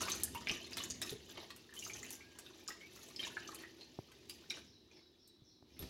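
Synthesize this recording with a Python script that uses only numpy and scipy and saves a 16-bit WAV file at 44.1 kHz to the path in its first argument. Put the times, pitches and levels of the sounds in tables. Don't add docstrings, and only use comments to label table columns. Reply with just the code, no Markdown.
import sys
import numpy as np
from scipy import signal
from scipy.fft import rfft, irfft, next_fast_len
from scipy.io import wavfile

SR = 44100
rng = np.random.default_rng(int(sys.argv[2]) if len(sys.argv) > 2 else 0)


def to_wav(s):
    ch = np.atleast_2d(s).T
    pcm = np.round(np.clip(ch, -1, 1) * 32767)
    wavfile.write(sys.argv[1], SR, pcm.astype(np.int16))


N = 260055
TIME = np.arange(N) / SR


def from_db(db):
    return 10 ** (np.asarray(db) / 20)


def rms_one(x):
    return x / np.sqrt(np.mean(x ** 2) + 1e-20)


def in_time(rows, t):
    s, *columns = np.transpose(rows)
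    return [np.interp(t, s, column) for column in columns]


def seconds(length):
    return np.arange(int(length * SR)) / SR


def dying(t, t60):
    return np.exp(-np.log(1000) * t / t60)


def sweep(hz):
    return np.sin(2 * np.pi * np.cumsum(hz) / SR)


def drift(count, rate_hz):
    knots = np.arange(count) * rate_hz / SR
    return np.interp(knots, np.arange(4000), rng.standard_normal(4000))


def add(out, s, sound):
    i = max(int(s * SR), 0)
    out[i:i + len(sound)] += sound[:max(len(out) - i, 0)]


def band(x, hz, kind, order=2):
    edges = np.clip(hz, 10, .45 * SR)
    return signal.sosfilt(signal.butter(order, edges, kind, fs=SR, output="sos"), x)


def coloured(x, spectrum):
    hz, db = np.transpose(spectrum)
    size = next_fast_len(len(x) + SR // 4)
    f = np.maximum(np.fft.rfftfreq(size, 1 / SR), 1)
    skirts = np.minimum(1, np.minimum(f / hz[0], hz[-1] / f)) ** 4
    gain = from_db(np.interp(np.log(f), np.log(hz), db)) * skirts
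    return rms_one(irfft(rfft(x, size) * gain, size)[:len(x)])


def noise(spectrum):
    return coloured(rng.standard_normal(N), spectrum)


def echoes(x, t60, gap_s, dull_hz):
    t = seconds(.8)
    tail = rng.standard_normal(len(t)) * dying(t, t60) * np.clip(t / gap_s - 1, 0, 1)
    tail = band(tail / np.sqrt(np.sum(tail ** 2)), dull_hz, "low")
    return signal.fftconvolve(x, tail)[:len(x)]


def pot_walls(x, lap_s=.0021, loss_db=1.52, first_db=-3.0, count=10):
    out = np.concatenate([x, np.zeros(len(seconds(.04)))])
    for k, (slip, sign) in enumerate(rng.uniform(-.5, .5, (count, 2)), 1):
        add(out, (k + slip) * lap_s, np.sign(sign) * from_db(first_db - loss_db * k) * x)
    return out


# start in seconds, length in seconds,
# splash level in dB, fizz level in dB; both levels are nominal.
GUSHES = [(0.0, 0.04, -56, -55), (0.074, 0.088, -54.5, -62), (0.482, 0.082, -51, -65),
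          (0.765, 0.094, -50, -58.5), (1.011, 0.12, -53, -57), (1.277, 0.048, -58.5, -66),
          (1.347, 0.1, -54, -74), (1.745, 0.167, -62.5, -59), (1.931, 0.15, -60, -65),
          (2.105, 0.047, -61.5, -58.5), (2.68, 0.028, -57.5, -62), (2.924, 0.18, -64, -65.5),
          (3.184, 0.1, -53, -65.5), (3.464, 0.16, -58, -69), (3.779, 0.054, -61, -87),
          (4.286, 0.056, -66.5, -65), (4.503, 0.073, -54.5, -70), (4.906, 0.087, -69, -87)]
GUSH_ATTACK_S, GUSH_T60_S = 0.0093, .12


def gushes():
    power = np.zeros((2, N))
    for s, length, splash_db, fizz_db in GUSHES:
        t = TIME - s
        shape = np.clip(t / GUSH_ATTACK_S, 0, 1) * dying(np.maximum(t - length, 0), GUSH_T60_S)
        power += (from_db([[splash_db], [fizz_db]]) * shape) ** 2
    return np.sqrt(power)


# time in seconds,
# nominal splash level in dB, nominal handling rumble level in dB.
FLOW = [(0.0, -41, -56), (0.32, -54, -56.5), (0.68, -52, -64.5), (0.98, -57, -55.5), (1.09, -59.5, -64),
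        (1.77, -62.5, -71.5), (1.98, -53, -64), (2.25, -63, -68.5), (2.54, -60, -74), (3.07, -60.5, -68),
        (3.4, -54.5, -65.5), (3.78, -63, -72), (4.12, -64, -72.5), (4.54, -61, -69), (4.73, -69, -69),
        (5.02, -70.5, -82), (5.6, -73.5, -76), (5.78, -64.5, -65)]
FULL_DB, STREAM_TRIM_DB = -55, -3
FIZZ_DB, FIZZ_FOLLOWS = -66, 1.01
BREAKUP_DB, BREAKUP_LOSS = -66.5, 1.3


def flow():
    stream_db, _ = in_time(FLOW, TIME)
    breakup_db = BREAKUP_LOSS * np.maximum(BREAKUP_DB - stream_db, 0)
    stream_db = stream_db + STREAM_TRIM_DB - breakup_db
    steady = from_db([stream_db, FIZZ_DB + FIZZ_FOLLOWS * (stream_db - FULL_DB)])
    return 20 * np.log10(np.hypot(steady, gushes()))


def bubble(hz, t60, rise, attack_s):
    t = seconds(t60)
    return sweep(hz * (1 + rise * t / t60)) * dying(t, t60) * (1 - np.exp(-t / attack_s))


def swarm(count, low_hz, high_hz, cycles, rise, spread_db):
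    out = np.zeros(next_fast_len(N))
    for when, pitch, size, damping in rng.random((count, 4)):
        hz = low_hz * (high_hz / low_hz) ** pitch
        ring = bubble(hz, cycles * (.5 + damping) / hz, rise, attack_s=0.00013)
        add(out, when * N / SR, from_db(spread_db * size ** 2) * ring)
    return out


# frequency in Hz, relative level in dB per Hz.
SPLASH = [(260, -45), (450, -4), (772, -15.5), (1220, -6), (1440, -12), (1670, -1), (2100, -0.5), (3030, 6),
          (4520, 5.5), (6170, 2), (7000, -19), (9100, -34.5), (15400, -120)]
# frequency in Hz, relative level in dB per Hz.
FIZZ = [(6000, -1), (7000, 0), (8300, -11), (10000, -5.5), (11500, 0.5), (13000, -8.5), (15500, -2.5)]


def trickle(splash_db, fizz_db):
    small = swarm(count=5000, low_hz=550, high_hz=7500, cycles=28, rise=.15, spread_db=20)
    tiny = swarm(count=6000, low_hz=5500, high_hz=15000, cycles=18, rise=.05, spread_db=18)
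    bubbling = rms_one(small + echoes(small, t60=.07, gap_s=.0007, dull_hz=12000))[:N]
    crackling = rms_one(tiny + .7 * echoes(tiny, t60=.05, gap_s=.0007, dull_hz=16000))[:N]
    grainy = np.interp(splash_db, [-70, -57], [.2, .8])
    hiss = np.sqrt(1 - grainy) * rng.standard_normal((2, N))
    splash = coloured(np.sqrt(grainy) * bubbling + hiss[0], SPLASH)
    fizz = coloured(np.sqrt(grainy) * crackling + 0.67 * hiss[1], FIZZ)
    spurts = from_db(3.5 * grainy * drift(N, rate_hz=90))
    return spurts * (from_db(splash_db - 2.27) * splash + from_db(fizz_db + 1.5) * fizz)


def plip(hz, t60):
    ring = bubble(hz * 0.9746, t60, rise=0.28, attack_s=0.00005)
    spit = band(rng.standard_normal(len(ring)), [hz * 0.62, hz * 1.17], "band") * dying(seconds(t60), t60)
    return pot_walls(ring + from_db(-1.0) * spit)


# start in
# seconds, nominal pitch in Hz, nominal level in dB, decay time t60 in seconds.
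BUBBLES = [(0.0822, 1146, -33.5, 0.017), (0.082, 2320, -34.5, 0.01), (0.101, 3970, -39.5, 0.075),
           (0.1183, 6230, -26.5, 0.012), (0.16, 5900, -39.5, 0.016), (0.349, 951, -38, 0.052),
           (0.3535, 2740, -43.5, 0.038), (0.4717, 2420, -23.5, 0.0095), (0.4858, 5200, -36, .025),
           (0.4955, 2890, -22.5, 0.0073), (0.5074, 364, -36, 0.018), (0.514, 5980, -29.5, 0.0067),
           (0.5602, 2750, -32, 0.005), (0.6436, 4200, -47, 0.025), (0.732, 4900, -36.5, 0.0093),
           (0.782, 3770, -28.5, 0.0053), (0.804, 2970, -39, 0.041), (0.8378, 6940, -30.5, .0056),
           (0.901, 6620, -32.5, 0.014), (0.9065, 6500, -28, 0.0095), (1.017, 1860, -36.5, 0.012),
           (1.018, 3780, -32, 0.011), (1.0237, 5220, -34, 0.015), (1.0944, 3780, -29.5, 0.004),
           (1.1245, 414, -42, 0.05), (1.374, 3040, -44, .024), (1.3792, 1010, -41.5, 0.013),
           (1.5093, 4300, -48.5, 0.021), (1.6919, 1800, -53, 0.025), (1.7256, 1795, -53, .04),
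           (1.7653, 3060, -48.5, .084), (1.7913, 6700, -33, .006), (1.8247, 2830, -41, .018),
           (1.85, 6300, -40, .026), (1.8649, 1240, -43.5, .009), (1.8986, 2310, -41, 0.037),
           (1.935, 6350, -40, .02), (2.0297, 7050, -41, .011), (2.031, 2000, -44, .022),
           (2.2073, 2240, -51, 0.05), (2.4635, 3680, -47.5, 0.033), (2.6779, 6830, -34, 0.0087),
           (2.6821, 5190, -35.5, 0.0094), (2.6862, 1274, -43.5, 0.042), (2.705, 1850, -39.5, 0.019),
           (2.812, 2140, -47, 0.021), (3.162, 5070, -34, 0.011), (3.194, 3130, -37.5, .047),
           (3.2302, 2390, -32.5, 0.0054), (3.2356, 3760, -34, 0.02), (3.2693, 1020, -46, 0.028),
           (3.3691, 1640, -34, .019), (3.4759, 6140, -43, 0.022), (3.49, 1205, -42.5, 0.039),
           (3.6369, 1910, -42, 0.015), (3.8103, 4140, -47, .044), (4.2965, 4840, -46, 0.058),
           (4.2971, 2880, -43, 0.012), (4.4998, 5540, -38, 0.026), (4.5041, 3860, -32, .019),
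           (4.5072, 2360, -41.5, 0.033), (4.572, 1510, -46, 0.01), (4.913, 2450, -56.5, .022)]


def plips():
    out = np.zeros(N)
    for s, hz, db, t60 in BUBBLES:
        add(out, s, from_db(db + 0.5) * plip(hz, t60))
    return out


DROPS_PER_S, DROP_LOW_HZ, DROP_HIGH_HZ = 26, 992, 6790
DROP_DB, DROP_SPREAD_DB, DROP_T60_S = 5, 0.5, 0.018


def drops(splash_db):
    out = np.zeros(N)
    for when, pitch, size in rng.random((int(DROPS_PER_S * N / SR), 3)):
        db = splash_db[int(when * N)] + DROP_DB + DROP_SPREAD_DB * (2 * size - 1)
        hz = DROP_LOW_HZ * (DROP_HIGH_HZ / DROP_LOW_HZ) ** pitch
        add(out, when * N / SR, from_db(db) * plip(hz, DROP_T60_S))
    return out


# start in seconds,
# nominal level in dB, nominal level of the body relative to the treble in dB.
SNAPS = [(0.031, -36, -24), (0.0984, -32, -10), (0.153, -38, 1), (0.199, -39.5, -6), (0.2346, -20, -24),
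         (0.348, -37, -5), (0.5131, -46, -8), (0.77, -30.5, 1), (0.838, -37, -3), (1.0165, -31, -7.5),
         (1.504, -49, 12.5), (1.5622, -40, -5.5), (1.7388, -45.5, -4), (2.1058, -33.5, -11),
         (2.3877, -38.5, -4.5), (2.9617, -50, -5), (3.5468, -35.5, -24), (4.118, -54, 5),
         (4.296, -36.5, -28), (4.5065, -42.5, -1), (5.276, -50, -30), (5.8245, -48.5, 8)]


def snaps():
    out, t = np.zeros(N), seconds(.04)
    for s, db, body_db in SNAPS:
        white = rng.standard_normal((2, len(t)))
        burst = .95 * dying(t, t60=.003) + .7 * dying(t, t60=.022)
        crack = band(white[0] * burst, [6000, 13500], "band")
        smack = band(white[1] * dying(t, t60=0.034), [900, 4500], "band")
        add(out, s, pot_walls(from_db(db - 5.0) * crack + from_db(db + body_db - 3.5) * smack))
    return out


# frequency in Hz, relative level in dB per Hz.
POT_AIR = [(110, -7.5), (190, -9), (248, -6), (297, -4.5), (319, 0), (355, 4), (436, -5), (494, -9.5),
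           (800, -17.5), (1040, -18.5), (1760, -120)]
AIR_DB, AIR_FOLLOWS = -59.5, 0.63


def pot_air(splash_db):
    return from_db(AIR_DB + AIR_FOLLOWS * (splash_db - FULL_DB)) * noise(POT_AIR)


# mode frequency in Hz, level in dB relative to the tick, decay time t60 in seconds.
TICK_MODES = [(3600, -2, 0.041), (9080, -7.5, 0.11), (11720, 0.5, 0.11), (11450, 0, .12)]
TICK_S, TICK_DB = 5.7922, -47


def tick():
    out, t = np.zeros(N), seconds(.2)
    ring = sum(from_db(db) * np.sin(2 * np.pi * hz * t) * dying(t, t60) for hz, db, t60 in TICK_MODES)
    crack = .8 * band(rng.standard_normal(len(t)), 2500, "high") * dying(t, t60=.02)
    add(out, TICK_S, from_db(TICK_DB) * (ring + crack))
    return out


def kitchen(near):
    return from_db(-7.0) * echoes(near, t60=0.35, gap_s=0.0028, dull_hz=8480)


# start in seconds, peak level in dB,
# brightness as a low-pass cutoff in Hz.
KNOCKS = [(0.514, -43.5, 300), (1.114, -44.5, 129), (1.136, -47, 150), (3.989, -31.5, 990),
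          (5.419, -54, 170), (5.626, -50, 2200), (5.795, -47, 200), (5.827, -41, 600), (5.839, -39.5, 300)]


def knocks():
    out, t = np.zeros(N), seconds(.12)
    modes = [(113, 0.49, 0.043), (380, -0.48, 0.028), (695, -1.17, 0.0056)]  # Hz, gain, t60 in seconds
    body = sum(gain * np.sin(2 * np.pi * hz * t) * dying(t, t60) for hz, gain, t60 in modes)
    for s, db, bright_hz in KNOCKS:
        thud = band(body, bright_hz, "low")
        add(out, s, from_db(db) * thud / np.abs(thud).max())
    return out


# frequency in Hz, relative level in dB per Hz.
RUMBLE = [(16, -47), (28, -25), (43, -22), (58, -8.5), (70, 2), (113, -1), (146, -6), (200, -4), (260, 2),
          (340, -31), (570, -120)]


def handling_rumble():
    _, rumble_db = in_time(FLOW, TIME)
    return from_db(rumble_db + 1.0) * noise(RUMBLE)


# time in seconds, level in dB.
GRIP = [(5.785, -100), (5.797, -55), (5.83, -50), (5.86, -52.5), (5.9, -56)]
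# frequency in Hz, relative level in dB per Hz.
GRIP_COLOUR = [(24, -33), (40, 1), (382, -6), (1260, -28), (2390, -23), (5290, -18.5), (7680, -35),
               (11700, -32), (15000, -41)]


def grip():
    grip_db, = in_time(GRIP, TIME)
    return from_db(grip_db) * noise(GRIP_COLOUR)


# start in seconds, nominal level in dB.
CHIRPS = [(4.65, -68), (4.92, -68), (5.185, -70.5), (5.44, -72.5), (5.71, -73)]
# time after its start in seconds, nominal pitch in Hz, relative level in dB.
CHIRP_SHAPE = [(0, 5600, 0), (.02, 5330, 3.5), (.05, 5296, 3), (.058, 4500, 7), (.075, 3950, 1),
               (.12, 3890, -5), (.18, 3850, -20), (.21, 3436, -6.5), (.29, 3420, -10)]


def bird():
    out, t = np.zeros(N), seconds(CHIRP_SHAPE[-1][0])
    hz, shape_db = in_time(CHIRP_SHAPE, t)
    for s, db in CHIRPS:
        flutter = 1 + .09 * dying(t, t60=.35) * drift(len(t), rate_hz=200)
        level_db = db + shape_db + 5.8 * drift(len(t), rate_hz=78)
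        add(out, s, from_db(level_db) * sweep(hz * flutter))
    return .3 * out + echoes(out, t60=.55, gap_s=.005, dull_hz=9000)


# start in seconds, length in
# seconds, nominal first pitch in Hz, nominal last pitch in Hz, nominal level in dB.
TONES_AND_BUBBLE = [(2.12, .38, 1580, 1690, -68), (2.80, .08, 2150, 2300, -57), (2.84, .3, 2600, 2660, -71),
                    (3.38, .42, 329, 329, -60), (5.25, .5, 325, 300, -75)]


def faint_tones_and_bubble():
    out = np.zeros(N)
    for s, length, first_hz, last_hz, db in TONES_AND_BUBBLE:
        t = seconds(length)
        hz = np.linspace(first_hz, last_hz, len(t)) * (1 + .012 * drift(len(t), rate_hz=120))
        swell = np.sqrt(np.abs(np.sin(np.pi * t / length))) * from_db(3 * drift(len(t), rate_hz=40))
        add(out, s, from_db(db) * swell * sweep(hz))
    return out


# frequency in Hz, relative level in dB per Hz.
ROOM_TONE = [(40, 0), (87, 2), (150, -3), (273, -0.5), (330, 7.5), (548, -13), (1310, -16), (2990, -20),
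             (3840, -5), (5300, -16.5), (7700, -28), (15500, -27.5)]
ROOM_TONE_DB = -73


def room_tone():
    return from_db(ROOM_TONE_DB) * noise(ROOM_TONE)


def scene():
    splash_db, fizz_db = flow()
    near = trickle(splash_db, fizz_db) + plips() + drops(splash_db) + snaps() + tick()
    handling = knocks() + handling_rumble() + grip()
    background = bird() + faint_tones_and_bubble() + room_tone()
    return (near + kitchen(near) + pot_air(splash_db) + handling + background)[None]


CUTOFF_HZ = 15850


def record(dry):
    return signal.sosfilt(signal.ellip(10, .1, 80, CUTOFF_HZ, fs=SR, output="sos"), dry)


dry = scene()
out = record(dry)
to_wav(out)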